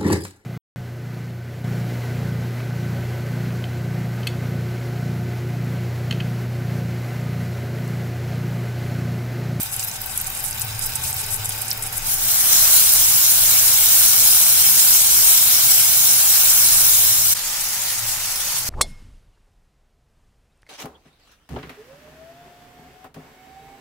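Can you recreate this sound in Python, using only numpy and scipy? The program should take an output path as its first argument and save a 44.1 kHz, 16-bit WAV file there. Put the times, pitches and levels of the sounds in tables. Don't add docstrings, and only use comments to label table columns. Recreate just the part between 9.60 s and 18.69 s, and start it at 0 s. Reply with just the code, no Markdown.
import sys
import numpy as np
from scipy import signal
from scipy.fft import rfft, irfft
from scipy.io import wavfile
from scipy.ndimage import uniform_filter1d

SR = 44100
rng = np.random.default_rng(int(sys.argv[2]) if len(sys.argv) > 2 else 0)


def inscribe(sig):
    pcm = np.round(np.clip(np.atleast_2d(sig).T, -1, 1) * 32767)
    wavfile.write(sys.argv[1], SR, pcm.astype(np.int16))


N = 400869
T = np.arange(N) / SR
HZ = np.fft.rfftfreq(N, 1 / SR)

# hz, likeness (0-1), right_leads_rad
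ROAR_LIKENESS = [(300, .88, 0), (1000, .75, .5), (2400, .33, 1.2), (4500, .22, 2.9), (7000, .3, 2.8),
                 (12000, .33, 3.2), (13500, .2, 4.7), (14600, .27, 6.2)]
# hz, likeness (0-1), right_leads_rad
ROOM_LIKENESS = [(60, .96, 0), (130, .96, 0), (290, .77, 0), (700, .66, .2), (1400, .3, .6), (2400, .1, .8),
                 (3500, .2, 3.3), (8000, .25, 6.6), (14000, .08, 7)]


def simmering():
    # time_s, level_db
    strength = [(0, -29), (.1, -31.5), (.2, -27.5), (.4, -32), (.55, -32), (.9, -29.5), (1.15, -29.5),
                (1.4, -29), (1.52, -27), (1.7, -29.5), (1.82, -29.5), (1.95, -27.5), (2.2, -31),
                (2.3, -29.5), (2.4, -28), (2.6, -38)]
    # hz, spectrum_db
    colour = [(1060, -28), (1800, -11), (2530, 3), (3470, -1.5), (3800, 3.5), (4470, -5), (5030, 4.5),
              (5550, -1.5), (15000, 0.5)]
    return boiling(strength, colour, ROOM_LIKENESS, per_s=600, spread_db=3.0, grainy=0.2,
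                   flicker_db=1.2, throb_db=0.5)


def roaring():
    # time_s, level_db
    strength = [(2.42, -32), (2.47, -20), (2.54, -18), (2.575, -22.5), (2.63, -17.5), (2.71, -14.5),
                (2.77, -16), (2.81, -13), (2.83, -15), (2.87, -13.5), (2.93, -10), (3.05, -11),
                (3.17, -9.5), (3.33, -11.5), (3.51, -11.5), (4.1, -10.5), (4.77, -10), (4.83, -11.5),
                (4.88, -10), (5.41, -10), (5.46, -12), (5.7, -9.5), (5.87, -11.5), (6.16, -10),
                (6.34, -11.5), (6.67, -10.5), (7.5, -11), (7.56, -13.5), (7.74, -13)]
    # hz, spectrum_db
    colour = [(240, -39), (400, -24), (480, -22.5), (724, -13.5), (1230, -14.5), (1460, -10.5), (1950, -16),
              (2200, -8), (2450, -11.5), (3070, -7.5), (3450, -7.5), (4100, -4.5), (4600, -7.5),
              (5370, -0.5), (5720, -4), (5990, 0.8), (6280, -4), (6560, -0.4), (7000, -1.5), (8900, 0.9),
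              (11700, 1.2), (14000, 1.2), (15000, 0)]
    return boiling(strength, colour, ROAR_LIKENESS, per_s=6000, spread_db=2.4, grainy=0.42,
                   flicker_db=0.4, throb_db=0.3)


def calmer_frying():
    # time_s, level_db
    strength = [(7.745, -22), (7.85, -21.5), (8.2, -21), (8.85, -21.5), (8.97, -20.5), (9.05, -25.5),
                (9.09, -20)]
    # hz, spectrum_db
    colour = [(310, -38), (460, -29), (520, -10), (600, -13), (850, -5), (1150, -8), (1440, -5.5),
              (1540, -9.5), (1800, -4), (2490, -6), (2680, -6), (6070, 0.5), (12000, -1.5), (15000, -2.5)]
    # hz, likeness (0-1), right_leads_rad
    likeness = [(300, 0.79, 1), (1010, 0.92, -0.2), (2420, 0.47, -1), (4500, 0.086, 3), (9100, 0.06, 10.5),
                (14000, 0.32, 1.5)]
    return boiling(strength, colour, likeness, per_s=4000, spread_db=3.4, grainy=0.25,
                   flicker_db=0.6, throb_db=0.6)


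def boiling(rows, tone, same, per_s, spread_db, grainy, flicker_db, throb_db):
    narrow_db, broad_db = 3.1, 1.45
    size = amp(spread_db * np.minimum(rng.exponential(1, (2, N)), 5))
    size = size * rng.choice([-1, 1], (2, N))
    bursts = bubbles(size * (rng.random((2, N)) < per_s / SR))
    hiss = rng.standard_normal((2, N))
    swarm = np.sqrt(grainy) * bursts + np.sqrt(1 - grainy) * hiss
    swarm = ports(swarm, amp(read(tone, HZ)), same)
    hz, t, z = signal.stft(swarm, SR, nperseg=512, noverlap=320)
    narrow = evened(uniform_filter1d(rng.standard_normal(z.shape[1:]), size=6, axis=1))
    broad = uniform_filter1d(rng.standard_normal(z.shape[1:]), size=8, axis=0)
    broad = evened(uniform_filter1d(broad, size=12, axis=1))
    swell = np.interp(t, T, flicker_db * drift(30) + throb_db * drift(9.8))
    treble = (1 / (1 + (2000 / (hz + 1)) ** 3))[:, None]
    change_db = treble * (narrow_db * narrow + broad_db * broad + swell)
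    varied = signal.istft(z * amp(change_db), nperseg=512, noverlap=320)[1][:, :N]
    return evened(varied) * level(rows)


def bubbles(bursts):
    sizes_hz = [3000, 4500, 6700, 10000, 14500]
    width_share = .4
    size, out = rng.integers(0, len(sizes_hz), N), 0
    for k, hz in enumerate(sizes_hz):
        r = np.exp(-np.pi * width_share * hz / SR)
        resonance = [1, -2 * r * np.cos(2 * np.pi * hz / SR), r * r]
        ring = signal.lfilter([1], resonance, bursts * (size == k))
        out = out + np.sqrt(hz) * evened(ring)
    return evened(out)


def gurgle():
    # time_s, level_db
    strength = [(2.6, -55), (2.7, -41), (2.88, -38), (3, -32.5), (3.2, -45), (3.5, -45), (4.5, -45),
                (6, -48), (6.9, -40), (7.74, -50)]
    # hz, spectrum_db
    colour = [(400, -46), (620, 2), (900, -5), (1150, 3), (1500, 2), (1900, 4.5), (2250, -3.5), (2800, -24),
              (4000, -40)]
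    noise = ports(rng.standard_normal((2, N)), amp(read(colour, HZ)), ROAR_LIKENESS)
    return noise * level(strength) * amp(3.34 * drift(6.6))


def spurts():
    # peak_s, level_db, rise_ms, centre_hz
    jets = [(.015, -23.5, 23, 11400), (0.033, -25, 7, 12100), (.062, -31, 13, 11000),
            (.141, -25, 16, 10200), (.167, -29, 18, 11400), (.197, -28, 3.3, 8050), (.212, -32, 6, 10500),
            (.247, -26.5, 17, 11400), (0.285, -26, 4.9, 11800), (0.367, -32, 30, 8450),
            (.418, -31, 4, 13400), (.44, -36, 12, 11500), (.461, -26, 1.5, 13300), (.52, -32, 29, 9400),
            (0.546, -32, 12, 10900), (.563, -25, 5.6, 10700), (.578, -24, 2.6, 9900),
            (.602, -27, 9.1, 10000), (.616, -27, 4, 11800), (.671, -21, 3.6, 10500), (.735, -35, 6, 11000),
            (.752, -36, 6.5, 10400), (0.774, -27, 7.1, 9450), (.803, -26.5, 15, 10400),
            (.842, -26, 4.4, 12100), (.861, -24.5, 5.5, 10200), (.889, -25.5, 10, 10300),
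            (.912, -28.5, 6.5, 10900), (.955, -38, 12, 11000), (.998, -36, 1.3, 13300),
            (1.019, -21, 5.8, 9700), (1.15, -37, 4, 10700), (1.193, -34, 1.2, 11600),
            (1.225, -27, 4.6, 9500), (1.242, -22.5, 9, 9600), (1.261, -17.5, 3.3, 11500),
            (1.297, -28, 4.6, 11400), (1.357, -20.5, 3, 10000), (1.425, -30, 5, 10000),
            (1.446, -24, 12, 9400), (1.48, -22, 11, 9400), (1.497, -24, 5, 11000), (1.515, -30, 6, 11000),
            (1.544, -24, 3.5, 13200), (1.612, -23, 21, 10000), (1.665, -34, 3, 11700),
            (1.712, -25, 5, 9800), (1.743, -21, 16, 10200), (1.762, -23.5, 7, 11000),
            (1.847, -28, 1.2, 10400), (1.857, -21.5, 4, 10000), (1.894, -24, 2.9, 10700),
            (1.923, -29, 2.3, 7700), (1.983, -27.5, 4, 11000), (2.021, -22, 5.5, 11200),
            (2.083, -27, 1.3, 8800), (2.106, -26, 3, 10400), (2.122, -29, 6.3, 5500), (2.13, -31, 2, 13300),
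            (2.226, -21.5, 1.8, 10000), (2.274, -27.5, 23, 10600), (2.329, -31, 1.3, 10300),
            (2.375, -19.5, 7.4, 11100), (2.43, -34, 6, 10000), (2.541, -21, 5, 11700),
            (2.717, -22, 7, 11000), (2.81, -24, 6, 11000), (2.935, -20.5, 6, 11000),
            (3.168, -14.5, 6, 11000), (3.335, -10, 3.4, 12500), (3.911, -14, 2.3, 11600),
            (5.197, -16, 3, 7900), (5.424, -22, 3, 11500), (7.875, -25, 5, 8000), (8.013, -23, 5, 8600),
            (8.219, -25, 5.4, 9400), (8.392, -24, 5, 8700), (8.986, -21, 5, 9800)]
    width_hz, pan_db, scatter_db = 4140, -0.5, 5.5
    ring_hz, ring_width_hz, ring_db = 8000, 490, -9.5
    fall_ms, fall_shape = 5.2, 1.3
    sputter_db = -3
    out, t = np.zeros((2, N)), np.arange(-4096, 4096) / SR
    for s, db, rise_ms, hz in jets:
        noise, grit = rng.standard_normal((2, len(t))), rng.standard_normal(len(t))
        side = rng.standard_normal()
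        rise = abs(1000 * t / rise_ms) ** 1.4
        fall = abs(1000 * t / fall_ms) ** fall_shape
        shape = np.exp(-np.where(t < 0, rise, fall) / 2)
        sputter = sputter_db * evened(uniform_filter1d(grit[::-1], size=40))
        gritty = noise * amp(3.2 * np.clip(grit, -2, 2) + sputter)
        puff = band_of(gritty, hz, width_hz)
        puff = puff + amp(ring_db) * band_of(gritty, ring_hz, ring_width_hz)
        add(out, s + t[0], amp(db) * evened(puff) * shape, pan_db + scatter_db * side)
    return out


def pops():
    # time_s, level_db, centre_hz
    large = [(0.0308, -8, 12400), (0.1396, -12, 10600), (0.1635, -10, 11300), (0.1945, -12, 7800),
             (0.2275, -18, 6100), (0.2372, -13, 13000), (0.2475, -12, 11500), (0.2724, -13, 13900),
             (0.2824, -13, 12200), (0.2954, -17, 10400), (0.313, -18, 6500), (0.4155, -9, 14300),
             (0.4594, -10, 15400), (0.5751, -3, 10900), (0.6, -13, 8390), (0.613, -7, 13200),
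             (0.6434, -16, 8100), (0.7008, -9, 14300), (0.7223, -19, 12500), (0.7492, -13, 9500),
             (0.828, -16, 14000), (0.8395, -9, 11500), (0.848, -13, 9000), (0.9015, -15, 12000),
             (0.9088, -12, 10500), (0.9274, -18, 6170), (0.9454, -18, 12000), (0.9951, -10, 13600),
             (0.9975, -13, 13500), (1.048, -11, 15300), (1.1912, -9, 11000), (1.2124, -15, 8410),
             (1.2674, -13, 15100), (1.5054, -11, 13000), (1.5279, -11, 8260), (1.5424, -11, 15100),
             (1.5653, -9, 14000), (1.6394, -17, 7450), (1.6626, -13, 10300), (1.741, -10, 11000),
             (1.8452, -13, 9530), (1.8921, -7, 10400), (1.9484, -16, 14000), (1.9604, -17, 10400),
             (1.987, -17, 12500), (2.053, -18, 12000), (2.0807, -12, 8660), (2.1034, -8, 13300),
             (2.1121, -7, 5330), (2.129, -10, 13500), (2.175, -11, 14500), (2.193, -15, 14000),
             (2.236, -12, 9500), (2.272, -12, 10000), (2.3266, -12, 11500), (2.5391, -7, 14700),
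             (2.5824, -13, 9700), (2.717, -7, 11000)]
    width_share, sharpness = .32, 1.15
    delay_s = .0013
    pan_db_per_khz, middle_hz, scatter_db = .5, 11500, 1.5
    out, t = np.zeros((2, N)), np.arange(-64, 1984) / SR
    for s, db, hz in large + weak_pops():
        spray, place = rng.standard_normal((2, len(t))), rng.random((2, 3))
        side = rng.standard_normal()
        arrive = np.array([-.0001, .0008, .0022]) + place * [.00002, .0006, .0014]
        since = np.maximum(t - arrive[..., None], 0)
        damped = sharpness * width_share * hz * since
        click = 2 * damped * np.exp(1 - 2 * damped) * np.sin(2 * np.pi * hz * since)
        click = (click * amp([[0], [-7], [-11]])).sum(1)
        spray = evened(band_of(spray, hz, .6 * width_share * hz))
        tail = spray * (t > .0004) * amp(-15 - 60 * t / .03)
        pan_db = pan_db_per_khz * (hz - middle_hz) / 1000 + scatter_db * side
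        add(out, s + delay_s + t[0], amp(db) * (click + tail), pan_db)
    return out


def weak_pops():
    count, until_s, level_db = 10, 4.3, -29
    return [(rng.uniform(0, until_s), level_db, rng.uniform(8600, 15400)) for _ in range(count)]


def add(mix, s, sound, pan_db):
    at = round(s * SR)
    part = mix[:, max(at, 0):at + sound.shape[1]]
    part += sound[:, max(-at, 0):] * amp([[pan_db / 2], [-pan_db / 2]])


def room_air():
    # hz, spectrum_db
    colour = [(21, -35), (35, -9), (117, -4), (304, -14.5), (664, -11), (770, -7.5), (1020, -12),
              (1530, -6.5), (1850, -10), (2540, -9), (3000, -49), (3900, -55), (6600, -120)]
    # time_s, level_db
    strength = [(0, -41), (2.5, -38.5), (3, -40), (7.7, -40.5), (7.78, -44), (9.09, -41.5)]
    return ports(rng.standard_normal((2, N)), amp(read(colour, HZ)), ROOM_LIKENESS) * level(strength)


def fan_whistles():
    # centre_hz, width_hz, relative_db
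    whistles = [(769, 30, 2), (887, 43, 3), (920, 40, -5), (1118, 50, -4.5), (1347, 27, -5),
                (1533, 80, 2.2), (625, 30, -7.5)]
    # time_s, level_db
    strength = [(0, -45.5), (1.2, -42), (2.6, -43.5), (3.1, -47), (3.8, -48), (7.74, -51)]
    return ports(rng.standard_normal((2, N)), bands(whistles), ROOM_LIKENESS) * level(strength)


def murmur():
    # time_s, level_db
    strength = [(.9, -70), (1.3, -59), (1.8, -54), (2.2, -57), (2.5, -68)]
    resonance = bands([(429, 21, 0)])
    return ports(rng.standard_normal((2, N)), resonance, ROOM_LIKENESS) * level(strength)


def rumble():
    # time_s, level_db
    strength = [(0, -40), (.4, -47), (2.5, -41.5), (4.3, -44), (4.8, -49), (5.6, -44), (6.6, -51),
                (7.1, -43), (7.7, -49), (9.09, -48)]
    resonance = bands([(22.2, 10.0, 0)])
    deep = ports(rng.standard_normal((2, N)), resonance, ROOM_LIKENESS)
    return deep * level(strength) * amp(1.5 * drift(1.1))


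def hum():
    # time_s, level_db
    main_strength = [(0, -45), (.2, -39.5), (.66, -57), (1.16, -29.5), (1.38, -58), (1.5, -47), (1.85, -34),
                     (2.2, -40.5), (2.9, -45), (4, -41), (4.5, -43.5), (4.9, -51), (5.7, -54), (6.1, -46),
                     (6.7, -55), (7.2, -42.5), (7.65, -44), (7.8, -57), (8.28, -51), (8.45, -43),
                     (9.09, -67)]
    # time_s, level_db
    upper_strength = [(0, -53), (2.2, -59), (2.8, -52), (4.1, -60), (4.4, -51), (6.9, -56), (7.3, -56),
                      (9.09, -67)]
    # pitch_hz, relative_db
    weaker_tones = [(74, -1.5), (92, -2), (127, 0), (151, -12.5)]
    # time_s, level_db
    weaker_strength = [(0, -49), (.7, -47), (1.4, -40.5), (2.2, -53), (2.8, -53), (4, -55.5), (5.6, -50),
                       (7.2, -51), (7.7, -48), (7.8, -65), (9.09, -54)]
    main = wavering(108.7, wander_db=0) * level(main_strength)
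    upper = wavering(205.4, wander_db=1.2) * level(upper_strength)
    weaker = sum(amp(db) * wavering(hz, wander_db=2.5) for hz, db in weaker_tones)
    return main + upper + weaker * level(weaker_strength)


def wavering(hz, wander_db):
    turns = np.cumsum(hz * (1 + .016 * drift(1.5))) / SR + rng.random()
    strength_db = wander_db * drift(3.3) + 3.44 * drift(26.0)
    return amp(strength_db) * np.sin(2 * np.pi * turns)


def amp(db):
    return 10 ** (np.asarray(db) / 20)


def evened(x):
    return x / np.sqrt(np.mean(x ** 2) + 1e-20)


def read(points, hz, column=1):
    table = np.transpose(points)
    return np.interp(np.log(np.minimum(hz, 15000) + 1), np.log(table[0] + 1), table[column])


def level(rows):
    s, db = np.transpose(rows)
    inside_s = np.minimum(T - s[0] + 0.013, s[-1] + 0.0082 - T)
    return amp(np.interp(T, s, db)) * np.clip(inside_s / 0.015, 0, 1)


def bands(rows):
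    power = sum(amp(2 * db) / w / (1 + (2 * (HZ - f) / w) ** 2) ** 2 for f, w, db in rows)
    return np.sqrt(power)


def band_of(x, hz, width_hz):
    f = np.fft.rfftfreq(x.shape[-1], 1 / SR)
    return irfft(rfft(x) * np.exp(-((f - hz) / width_hz) ** 2), x.shape[-1])


def drift(hz):
    count = 2 ** 14
    f = np.fft.rfftfreq(count, T[-1] / count)
    slow = irfft(rfft(rng.standard_normal(count)) / (1 + (f / hz) ** 2) * (f > .5))
    return np.interp(T, np.linspace(0, T[-1], count), evened(slow))


def ports(pair, gain, same):
    left, other = rfft(pair, axis=1) * gain
    likeness = np.clip(read(same, HZ), 0, 1)
    lead = np.exp(1j * read(same, HZ, column=2))
    right = likeness * lead * left + np.sqrt(1 - likeness ** 2) * other
    return evened(irfft(np.array([left, right]), N, axis=1))


def scene():
    frying = simmering() + roaring() + calmer_frying() + gurgle() + spurts() + pops()
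    kitchen = room_air() + fan_whistles() + murmur() + rumble() + hum()
    return frying + kitchen


def record(dry):
    # hz, left_minus_right_db
    balance = [(60, 0), (130, 2.5), (290, -0.5), (640, 0), (1410, 0.0), (3100, 0.5), (6820, -0.5),
               (15000, 2)]
    cut_s, cut_fade_s, edge_hz = 7.743, 0.0079, 15740
    tilt = read(balance, HZ) / 2
    x = irfft(rfft(dry, axis=1) * amp([tilt, -tilt]), N, axis=1)
    cut_fade = np.clip(abs(T - cut_s) / cut_fade_s, .1, 1)
    x = np.clip(x * cut_fade, -1, 1)
    lowpass = signal.firwin(1535, edge_hz, window=("kaiser", 9), fs=SR)
    return signal.oaconvolve(x, lowpass[None], "same")


dry = scene()
out = record(dry)
inscribe(out)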